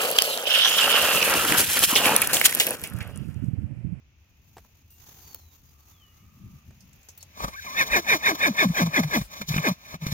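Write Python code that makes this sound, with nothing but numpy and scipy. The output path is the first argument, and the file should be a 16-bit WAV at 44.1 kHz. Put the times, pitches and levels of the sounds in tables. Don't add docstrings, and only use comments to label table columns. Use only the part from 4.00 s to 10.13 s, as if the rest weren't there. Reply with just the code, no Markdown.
import sys
import numpy as np
from scipy import signal
from scipy.fft import rfft, irfft, next_fast_len
from scipy.io import wavfile
from scipy.ndimage import uniform_filter1d, map_coordinates

SR = 44100
rng = np.random.default_rng(int(sys.argv[2]) if len(sys.argv) > 2 else 0)


def invert_db(level):
    return 10 ** (np.asarray(level, dtype=float) / 20)


def unload_audio(sound):
    columns = np.transpose(np.atleast_2d(sound))
    steps = np.round(np.clip(columns, -1, 1) * 32767)
    wavfile.write(sys.argv[1], SR, steps.astype(np.int16))


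N = 270320

# (start [s], start pitch [Hz], slide [s], landing pitch [Hz],
# share of the logarithmic slide done halfway)
FOLD_SLIDES = [(3.75, 905.3, 0.11, 425, 0.51), (3.89, 963.5, 0.095, 340.3, 0.48),
               (4.04, 1152, 0.14, 276.8, 0.6), (4.2, 1209, 0.12, 317.3, 0.56),
               (4.37, 1147, 0.14, 199.7, 0.43), (4.547, 1170, 0.12, 182.5, 0.46),
               (4.742, 926.3, 0.083, 177.9, 0.4), (4.926, 700, 0.085, 170.8, 0.38),
               (5.111, 582, 0.12, 113.5, 0.53), (5.401, 221.5, 0.0405, 165.3, 0.22),
               (5.47, 149.9, 0.12, 155.6, .5), (5.633, 676.4, 0.062, 183.5, .45),
               (5.932, 230, 0.025, 172.4, 0.49), (6.0, 159.5, 0.13, 144, 0.51)]
SAG_PER_S, RESET_S = 1.9, 0.0072
# (time [s], relative peak level [dB], decay width [s])
FOLD_THROBS = [(3.995, -32.5, 0.0063), (4.154, -30.5, 0.0067), (4.331, -27, 0.011), (4.47, -34, 0.014),
               (4.503, -19.5, 0.012), (4.666, -16, 0.0099), (4.704, -20.5, 0.011), (4.83, -16.5, 0.014),
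               (4.876, -19, 0.013), (5.003, -17.5, 0.013), (5.058, -20.5, 0.015), (5.18, -20, 0.015),
               (5.217, -21.5, 0.0028), (5.423, -37, 0.015), (5.495, -34, 0.004), (5.512, -20, .008),
               (5.535, -35, 0.0073), (5.569, -31, 0.008), (5.595, -20.5, 0.01), (5.689, -20, 0.013),
               (5.714, -18.5, 0.008), (5.958, -35.5, 0.0087), (6.036, -25.5, 0.0078), (6.096, -30, 0.01),
               (6.125, -22.5, 0.0037)]
SLOW_RISE = 1.4
# (attack [dB/s], first relative level [dB], hold [s], last relative level [dB], release [dB/s])
SQUEAK_RULE = (3000, -54, 0, -57.5, 605)
SQUEAL_DB, FLUTTER_DB = -1.5, 3
RIPPLE_DB, HOARSE = 1.8, .15
BEAT = .35

# (start [s], length [s], edge pitch [Hz], top pitch before droop [Hz],
# relative late level [dB])
LARYNX_WHISTLES = [(3.75, .088, 1660, 1850, -25), (3.895, .088, 1680, 1920, -26),
                   (4.065, .078, 1660, 1900, -23), (4.228, .075, 1680, 1880, -24),
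                   (4.398, .078, 1700, 1860, -23), (4.575, .058, 1710, 1830, -21),
                   (4.76, .045, 1610, 1640, -27), (4.96, .03, 1670, 1710, -27),
                   (5.135, .03, 1690, 1710, -29)]
GROWTH_DB, DROOP_HZ = 4, 90

# (full flow from [s], hold [s], first relative level [dB], last relative level [dB])
BREATH_PUSHES = [(3.789, 0.022, -26.5, -22.5), (3.934, 0.037, -22.5, -21.5), (4.098, 0.044, -23.5, -22),
                 (4.263, 0.038, -23, -22), (4.421, 0.048, -25, -23), (4.596, 0.035, -23.5, -22),
                 (4.777, 0.038, -23.5, -24.5), (4.957, 0.028, -23.5, -24), (5.14, 0.018, -24.5, -23.5),
                 (5.654, 0.024, -24, -23.5)]
# (attack [dB/s], first offset [dB], last offset [dB],
# linger [s], change over the linger [dB], release [dB/s]); breath() sets a floor to the linger
THROAT_RULE = (300, -8.5, -7, .018, -2, 750)
RASP_RULE = (440, -3, -0.5, -0.0086, -5.5, 695)
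NOSTRIL_RULE = (414, -8, -7, -0.2383, 0.5, 595)
# (time [s], relative rasp level [dB], throat over rasp [dB], hiss over rasp [dB])
LIP_PUFFS = [(3.378, -58, 16, 2), (3.425, -45.5, 8, -3), (3.406, -55, 22.5, -4), (3.444, -50.5, 26, 14.5),
             (3.484, -54, 22, 13), (3.539, -40, -17, -4), (4.048, -39, -11, -12), (4.208, -46, -5, -12),
             (4.354, -41, 4.5, 6), (4.556, -43, -8, -23), (4.868, -37.5, 5, 1), (5.037, -28, -4, -10),
             (5.216, -34, -3, -2), (5.419, -38, 1.5, 2), (5.491, -45, -16, 18), (5.545, -24, -33, -22),
             (5.569, -44, -12, 14), (5.945, -41, 4, 0.5), (6.069, -38, -24, 2), (6.124, -30.5, -7, -4)]
PUFF_RISE, PUFF_FALL = 1250, 1020
# (time [s], relative rasp level [dB])
BREATH_LEAK = [(3.2, -91), (3.34, -59), (3.39, -45), (3.435, -40.5), (3.46, -49.5), (3.52, -53),
               (3.61, -47.5), (3.64, -43.5), (3.665, -41.5), (3.745, -41), (3.87, -38.5), (4.0, -50.5),
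               (4.55, -44), (4.72, -46), (5.201, -43.5), (5.245, -97), (5.278, -58.5), (5.334, -43),
               (5.4, -44.5), (5.47, -63), (5.495, -41), (5.529, -35.5), (5.619, -41.5), (5.718, -41),
               (5.758, -62), (5.929, -43), (5.959, -52), (5.986, -79), (6.021, -42.5), (6.12, -44)]
LEAK_THROAT_DB, LEAK_HISS_DB = -4, -1.5
# (closing [s], shut [s], opening [s], open [s])
THROAT_SHUT = (3.55, 3.57, 3.635, 3.65)
SHUT_DB = -17
# (centre [Hz], width [Hz], relative level [dB])
AIRWAY_MODES = [(180, 90, -7), (600, 110, -6), (1150, 260, -3), (1700, 190, -1.5), (2120, 100, 1),
                (2400, 150, 1), (3050, 150, -14), (3620, 130, -9)]
# (centre [Hz], width [Hz])
SIDE_POCKETS = [(1410, 150), (1965, 110), (2770, 520)]
# (frequency [Hz], relative density [dB per Hz])
HISS_SPECTRUM = [(1760, -97), (3000, 4), (3240, -5.5), (3600, 7.5), (4000, 6), (4300, 5.5), (4830, -5),
                 (5700, 6.5), (6150, 4.5), (7050, 0.5), (7700, -10), (8500, -48), (9500, -11), (12500, -2),
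                 (16000, -1.5)]
VOICING = 1.7
CLAP, BURST_DB = 1.3, 1.6

# (time [s], pitch [Hz], relative level [dB])
FOLD_PEEPS = [
    [(3.533, 1054, -48), (3.556, 1155, -41)],
    [(3.562, 1530, -36), (3.578, 1610, -36), (3.588, 1790, -39), (3.6, 1540, -37)],
    [(3.665, 1167, -36), (3.69, 1015, -36), (3.72, 1070, -40.5), (3.75, 1192, -35)],
]
PEEP_OCTAVES = [-1, -34, -4.5]
# (time [s], relative level [dB], low push over that level [dB])
WET_SNAPS = [(3.405, -47, -8), (3.425, -42, 0), (3.444, -27, 10), (3.484, -45, -11), (5.414, -20, -9),
             (5.486, -29, 0), (5.542, -21.5, 5.5), (5.563, -17, 5), (5.578, -9.5, -12), (5.941, -27.5, 3),
             (6.066, -21.5, 6)]

# (frequency [Hz], level difference [dB])
LEFT_OVER_RIGHT = [(60, 2), (380, .5), (1000, 3), (1700, 5), (2100, -3.5), (4400, .4), (8100, 1),
                   (15000, 5)]
# (frequency [Hz], lead [ms])
LEFT_LEAD = [(100, .02), (500, .19), (1400, .357), (4100, .366), (6000, .413), (11000, .405)]

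# (time [s], relative level [dB], relative thud level [dB], 60 dB decay time [s], ring [Hz])
TACK_TICKS = [(0.5682, -53.5, 2.5, 0.013, 6500), (0.581, -46, -5.5, 0.029, 5630),
              (0.648, -62, -2.5, 0.024, 5800), (0.9045, -48.5, -45, 0.48, 14300),
              (1.346, -17, -39.5, 0.012, 16200), (2.707, -54.5, -10, 0.04, 6600),
              (2.806, -46.5, -43, 0.11, 5700), (2.931, -43.5, -44, 0.031, 6700),
              (3.031, -47, -40, 0.034, 6800), (3.0869, -35.5, -22.5, 0.1, 6300),
              (3.176, -34.5, -38, 0.058, 15000), (3.2072, -42.5, -36, 0.17, 4580),
              (3.2278, -31, -31.5, 0.035, 6640)]
# (time [s], pitch [Hz], relative level [dB])
BIRD_NOTES = [
    [(.9, 2810, -74), (.97, 2770, -72), (1.0, 2860, -78)],
    [(.9, 5850, -76), (.925, 5800, -76)],
    [(1.22, 4760, -69), (1.35, 4400, -62), (1.42, 4130, -74), (1.54, 3700, -76)],
    [(1.395, 5550, -72), (1.415, 5500, -72)],
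    [(1.675, 4980, -75), (1.71, 4880, -74)],
    [(1.81, 4640, -81), (1.84, 4570, -76)],
    [(1.92, 3620, -76), (2.05, 2950, -64), (2.12, 2870, -73), (2.25, 2890, -82)],
    [(2.04, 1750, -86), (2.2, 2150, -78), (2.3, 2450, -80)],
    [(3.195, 4390, -62), (3.225, 4360, -62)],
]

# (frequency [Hz], relative density [dB per Hz])
DRONE_SWELL = [(1.6, -100), (1.75, -71.5), (2.6, -69), (2.75, -100)]
DRONE_SPECTRUM = [(900, -30), (1220, 0), (1500, -30)]

# (time [s], rustle level [dB])
CLOTH_MOVES = [(0, -82.5), (.6, -61.5), (.88, -67.5), (.97, -63), (1.22, -52), (1.33, -54.5), (1.4, -58),
               (2.25, -65), (2.8, -63), (3.3, -64)]
# (time [s], level [dB])
CLOTH_SCUFFS = [(1.02, -52), (1.078, -49.5), (1.19, -47), (1.28, -46.5), (1.335, -50), (1.66, -57),
                (1.901, -54), (2.18, -59.5)]
# (start [s], hold [s], relative level [dB])
WIND_BUFFETS = [(0.563, 0.0091, -58.5), (1.108, 0.09, -69), (2.426, 0.045, -48.5), (2.597, 0.25, -54),
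                (3.27, 4.7, -65)]
# (start [s], hold [s], relative level [dB])
AIR_BLASTS = [(3.45, 0.0034, -38.5), (3.912, 0.0098, -36), (4.67, 0.19, -50), (4.99, 0.21, -47.5),
              (5.527, 0.0092, -41), (6.094, 0.041, -49)]
SCUFF_SLOPE, BUFFET_SLOPE, BLAST_RISE, BLAST_FALL = 210, 80, 310, 195
# (time [s], level [dB])
STILL_AIR_LEVEL = [(0, -69), (.75, -69.5), (1.2, -75), (3.3, -62)]
# (frequency [Hz], relative density [dB per Hz])
HUM_SPECTRUM = [(15, -48), (25, -19), (39, -16.5), (81, 0), (113, -11.5), (204, -22.5), (400, -30.5),
                (520, -52), (880, -120)]
BUFFET_SPECTRUM = [(47, -8.5), (80, 1), (204, -2), (400, -29), (520, -67), (880, -120)]
BLAST_SPECTRUM = [(12, -55), (28, -10), (50, 9.5), (100, -16.0), (200, -27.0)]
RUSTLE_SPECTRUM = [(180, 4.5), (300, 0), (645, -8.5), (787, -1), (1580, -7.5), (4590, -6), (5250, -6),
                   (6620, 2.5), (8090, -20), (14700, 2.5), (16000, -5.5)]
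STILL_AIR_SPECTRUM = [(120, -54), (200, -61), (432, -7.5), (600, -5), (722, -7), (1650, -8), (2250, -3),
                      (2600, 1), (2900, -4.5), (4120, -12.5), (4350, -13), (6640, -8.5), (9230, -64),
                      (16000, -35)]


def along(points, hz):
    f, v = np.transpose(points)
    return np.interp(np.log(hz + 1), np.log(f + 1), v)


def curves(rows):
    s, *cols = np.transpose(rows)
    return [np.interp(np.arange(N) / SR, s, c) for c in cols]


def unit(x):
    return x / np.sqrt(np.mean(x ** 2) + 1e-20)


def wobble(rate):
    knots = rng.standard_normal(int(N * rate / SR) + 4)
    return map_coordinates(knots, [np.arange(N) * rate / SR])


def filtered(x, response):
    m = next_fast_len(N + 8192)
    return irfft(rfft(x, m) * response(np.fft.rfftfreq(m, 1 / SR)), m)[..., :N]


def diffuse(spectrum, mono_hz):
    def mid_side(hz):
        turn = np.arccos(1 / (1 + (hz / mono_hz) ** 2)) / 2
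        return invert_db(along(spectrum, hz)) * [np.cos(turn), np.sin(turn)]

    mid, side = filtered(rng.standard_normal((2, N)), mid_side)
    return unit(np.array([mid + side, mid - side]))


def ramped(corners, rise, fall):
    (s0, db0), (s1, db1) = corners[0], corners[-1]
    return [(s0 - 100 / rise, db0 - 100)] + corners + [(s1 + 100 / fall, db1 - 100)]


def swells(shapes):
    t = np.arange(0, N / SR + .002, .001)
    power = sum(invert_db(2 * np.interp(t, *np.transpose(corners))) for corners in shapes)
    return np.interp(np.arange(N) / SR, t, np.sqrt(power))


def horse():
    effort, throat_gain = breath(THROAT_RULE, LEAK_THROAT_DB, order=1)
    rasp_gain = breath(RASP_RULE, 0, order=0)[1]
    hiss_gain = breath(NOSTRIL_RULE, LEAK_HISS_DB, order=2)[1]
    phase, size = folds(effort)
    shake = invert_db(0.95 * wobble(98))
    gate = (1 + 0.027 * np.cos(phase)) * shake
    air = rng.standard_normal((4, N))
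    throat = throat_breath(gate * air[:2], phase, size, effort, shake) * throat_gain
    throat = throat * invert_db(np.interp(np.arange(N) / SR, THROAT_SHUT, (0, SHUT_DB, SHUT_DB, 0)))
    rasp = raspy_breath(gate * air[1:3], air[3], phase, effort) * rasp_gain
    hiss = nostril_hiss(gate * air[2:]) * hiss_gain

    voice = size * np.sin(phase) + invert_db(2) * filtered(whistle(phase, size), side_pockets)
    direct = voice + throat[0] + rasp[0] + hiss[0] + snaps() + peeps()
    side = np.array([[.5], [-.5]])

    def to_microphones(f):
        lead_s = along(LEFT_LEAD, f) / 1000
        return invert_db(side * along(LEFT_OVER_RIGHT, f)) * np.exp(2j * np.pi * f * side * lead_s)

    bounces = .75 * hiss[1] + .3 * rasp[1] + .45 * throat[1]
    return filtered(direct, to_microphones) + 2 * side * bounces


def folds(effort):
    t = np.arange(N) / SR
    ends = [row[0] - RESET_S for row in FOLD_SLIDES[1:]] + [N / SR]
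    corners = []  # (time [s], natural log of pitch in Hz)
    for (s, hz, slide, low, half), end in zip(FOLD_SLIDES, ends):
        landing = s + slide
        corners += [(s, np.log(hz)),
                    (s + slide / 2, np.log(hz) + half * np.log(low / hz)),
                    (landing, np.log(low)),
                    (max(end, landing + .001), np.log(low) - SAG_PER_S * max(end - s - slide, 0))]
    jitter = 1 + 0.02 * wobble(60) + 0.025 * wobble(250)
    phase = 2 * np.pi * np.cumsum(np.exp(curves(corners)[0]) * jitter) / SR

    attack, first_db, hold, last_db, release = SQUEAK_RULE
    squeaks = swells([ramped([(s, first_db), (s + hold, last_db)], attack, release)
                      for s, hz, *rest in FOLD_SLIDES if hz > 500])
    power = (np.hypot(effort, squeaks) * invert_db(SQUEAL_DB + FLUTTER_DB * wobble(65))) ** 2
    for s, db, width in FOLD_THROBS:
        near = slice(round((s - .08) * SR), round((s + .08) * SR))
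        spread = width * np.where(t[near] < s, SLOW_RISE, 1)
        power[near] += invert_db(2 * db) * np.exp(-((t[near] - s) / spread) ** 2)
    beat = 1 + BEAT * np.cos(phase / 3 + wobble(25))
    return phase + HOARSE * wobble(110), np.sqrt(power) * beat * invert_db(RIPPLE_DB * wobble(70))


def whistle(phase, size):
    out, waver, rough = np.zeros(N), .5 * wobble(130), .6 * wobble(220)
    voiced = size / (size + invert_db(-31.5))
    for s, length, edge_hz, top_hz, late_db in LARYNX_WHISTLES:
        early_db = late_db - GROWTH_DB
        u = np.arange(round(length * SR)) / (length * SR)
        a = round(s * SR)
        here = slice(a, a + len(u))
        arch = np.sin(np.pi * u)
        hz = edge_hz + (top_hz - edge_hz) * arch ** 0.73 - DROOP_HZ * u ** 4
        turn = 2 * np.pi * np.cumsum(hz) / SR + waver[here]
        octave = invert_db(early_db / 2 + 10.5) * arch * np.sin(2 * (turn + rough[here]))
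        side_gain = invert_db(12.0) * voiced[here] * np.clip(1.8 * u, 0, 1) * (1 - u ** 4)
        side_tone = side_gain * np.sin(turn + (phase + rough)[here])
        level = invert_db(early_db + (late_db - early_db) * u + 1.5) * arch ** .5
        out[here] += level * (np.sin(turn) + octave + side_tone)
    return out * invert_db(1.5 * wobble(90))


def breath(rule, leak_db, order):
    attack, first_db, last_db, linger, loss_db, release = rule
    pushes = []
    for s, hold, a, b in BREATH_PUSHES:
        corners = [(s, a + first_db),
                   (s + max(hold, .004), b + last_db),
                   (s + hold + max(linger, .012), b + last_db + loss_db)]
        pushes.append(ramped(corners, attack, release))
    puffs = [ramped([(s, db + (0, *colour)[order])], PUFF_RISE, PUFF_FALL) for s, db, *colour in LIP_PUFFS]
    leak = [(s, db + leak_db) for s, db in BREATH_LEAK]
    return swells(pushes), swells(pushes + puffs + [leak])


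def throat_breath(noise, phase, size, effort, shake):
    slack = .13 * wobble(130)
    overtones = shake * sum(np.sin(k * (phase + slack)) * invert_db(-1.5 * k) for k in range(2, 12))
    voicing = unit(overtones) * np.clip(effort / invert_db(-24), .15, 1) * size / (size + invert_db(-28))
    source = noise + [[VOICING], [0]] * voicing
    return unit(filtered(source, lambda f: airway(f, AIRWAY_MODES[:3]) * side_pockets(f)))


def raspy_breath(noise, unevenness, phase, effort):
    closing = unit(np.exp(9 * np.cos(phase)) * invert_db(2 * unevenness))
    source = noise + [[CLAP], [0]] * (closing * np.clip(effort / invert_db(-36), 0, 1))
    rasp = unit(filtered(source, lambda f: airway(f, AIRWAY_MODES[3:]) * side_pockets(f)))
    return rasp * invert_db(-2.0 + BURST_DB * wobble(120))


def nostril_hiss(noise):
    hiss = unit(filtered(noise, lambda f: invert_db(along(HISS_SPECTRUM, f)) * side_pockets(f)))
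    return hiss * invert_db(1.86 * wobble(70))


def airway(f, modes=AIRWAY_MODES):
    return sum((-1) ** k * invert_db(db) * 1j * f * w / (c * c - f * f + 1j * f * w)
               for k, (c, w, db) in enumerate(modes))


def side_pockets(f):
    return np.prod([1 - .97j * f * w / (c * c - f * f + 1j * f * w) for c, w in SIDE_POCKETS], axis=0)


def peeps():
    out = np.zeros(N)
    for note, octave_db in zip(FOLD_PEEPS, PEEP_OCTAVES):
        start = (note[0][0] - .008, note[0][1], -90)
        end = (note[-1][0] + 0.019, note[-1][1], -90)
        hz, db = curves([start] + note + [end])
        on = db > -89
        turn = 2 * np.pi * np.cumsum(hz * on) / SR + .7 * wobble(140)
        out += on * invert_db(db + 3 * wobble(80)) * (np.sin(turn) + invert_db(octave_db) * np.sin(2 * turn))
    return out


def snaps():
    sharp, soft, t = np.zeros(N + SR), np.zeros(N + SR), np.arange(SR // 20) / SR
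    for s, db, push_db in WET_SNAPS:
        burst = invert_db(db + 6.5 - 60 * t / 0.042) * rng.standard_normal(len(t))
        push = invert_db(db + push_db - 60 * t / 0.025) * np.sin(2 * np.pi * 170 * t)
        sharp[round(s * SR):][:len(t)] += burst
        soft[round(s * SR):][:len(t)] += push
    return filtered(sharp[:N], lambda f: airway(f) + 0.046) + soft[:N]


def tack():
    bright, dull = np.zeros((2, N)), np.zeros(N)
    t = np.arange(SR // 10) / SR
    for s, db, thud_db, t60, hz in TACK_TICKS:
        crack, blur = rng.standard_normal((2, 2, len(t)))
        ring = unit(uniform_filter1d(blur, size=24)) * np.sin(2 * np.pi * hz * t) + 0.5 * crack
        bright[:, round(s * SR):][:, :len(t)] += invert_db(db - 3.0 - 60 * t / np.clip(t60, .005, 1)) * ring
        thud = invert_db(db + thud_db + 22.5 - 60 * t / 0.046) * rng.standard_normal(len(t))
        dull[round(s * SR):][:len(t)] += thud
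    leather = lambda f: 1j * f * 500 / (620 ** 2 - f * f + 1j * f * 500)
    return filtered(bright, lambda f: f * f / (f * f + 3000 ** 2)) + filtered(dull, leather)


def bird():
    out = np.zeros(N)
    for note in BIRD_NOTES:
        start = (note[0][0] - .01, note[0][1], -120)
        end = (note[-1][0] + 0.016, note[-1][1], -120)
        hz, db = curves([start] + note + [end])
        turn = 2 * np.pi * np.cumsum(hz) / SR + .35 * wobble(60)
        out += invert_db(db + 5 + 2 * wobble(30)) * np.sin(turn)
    return out * invert_db([[1.5], [-1.5]])


def drone():
    return invert_db(curves(DRONE_SWELL)[0]) * diffuse(DRONE_SPECTRUM, mono_hz=900)


def field():
    left, right = wind() * invert_db([[.9], [-.9]]) + rustle() + still_air()
    return np.array([left, np.roll(right, shift=5)])


def wind():
    buffets = swells([ramped([(s, db), (s + hold, db)], BUFFET_SLOPE, BUFFET_SLOPE)
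                      for s, hold, db in WIND_BUFFETS])
    blasts = swells([ramped([(s, db), (s + hold, db)], BLAST_RISE, BLAST_FALL)
                     for s, hold, db in AIR_BLASTS])
    hum = invert_db(-58.5 + 2.1 * wobble(19.0)) * diffuse(HUM_SPECTRUM, mono_hz=416)
    buffeting = buffets * invert_db(3.4 * wobble(28.22)) * diffuse(BUFFET_SPECTRUM, mono_hz=425)
    gusts = blasts * invert_db(4.3 * wobble(25.1)) * diffuse(BLAST_SPECTRUM, mono_hz=123)
    return hum + buffeting + gusts


def rustle():
    grains = invert_db(1.3 * wobble(22) + 3 * np.array([wobble(150), wobble(150)]))
    scuffs = [ramped([scuff], SCUFF_SLOPE, SCUFF_SLOPE) for scuff in CLOTH_SCUFFS]
    return swells([CLOTH_MOVES] + scuffs) * unit(grains * diffuse(RUSTLE_SPECTRUM, mono_hz=700))


def still_air():
    level = invert_db(curves(STILL_AIR_LEVEL)[0] + 0.54 * wobble(5.55))
    return level * diffuse(STILL_AIR_SPECTRUM, mono_hz=600)


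def scene():
    return horse() + tack() + bird() + drone() + field()


def roll_off(x):
    return signal.sosfilt(signal.butter(12, 16790, fs=SR, output="sos"), x)


def record(dry):
    mix = filtered(dry, lambda f: np.where(f < 15850, 1, invert_db(-40)))
    return roll_off(mix)


dry = scene()
out = record(dry)
unload_audio(out)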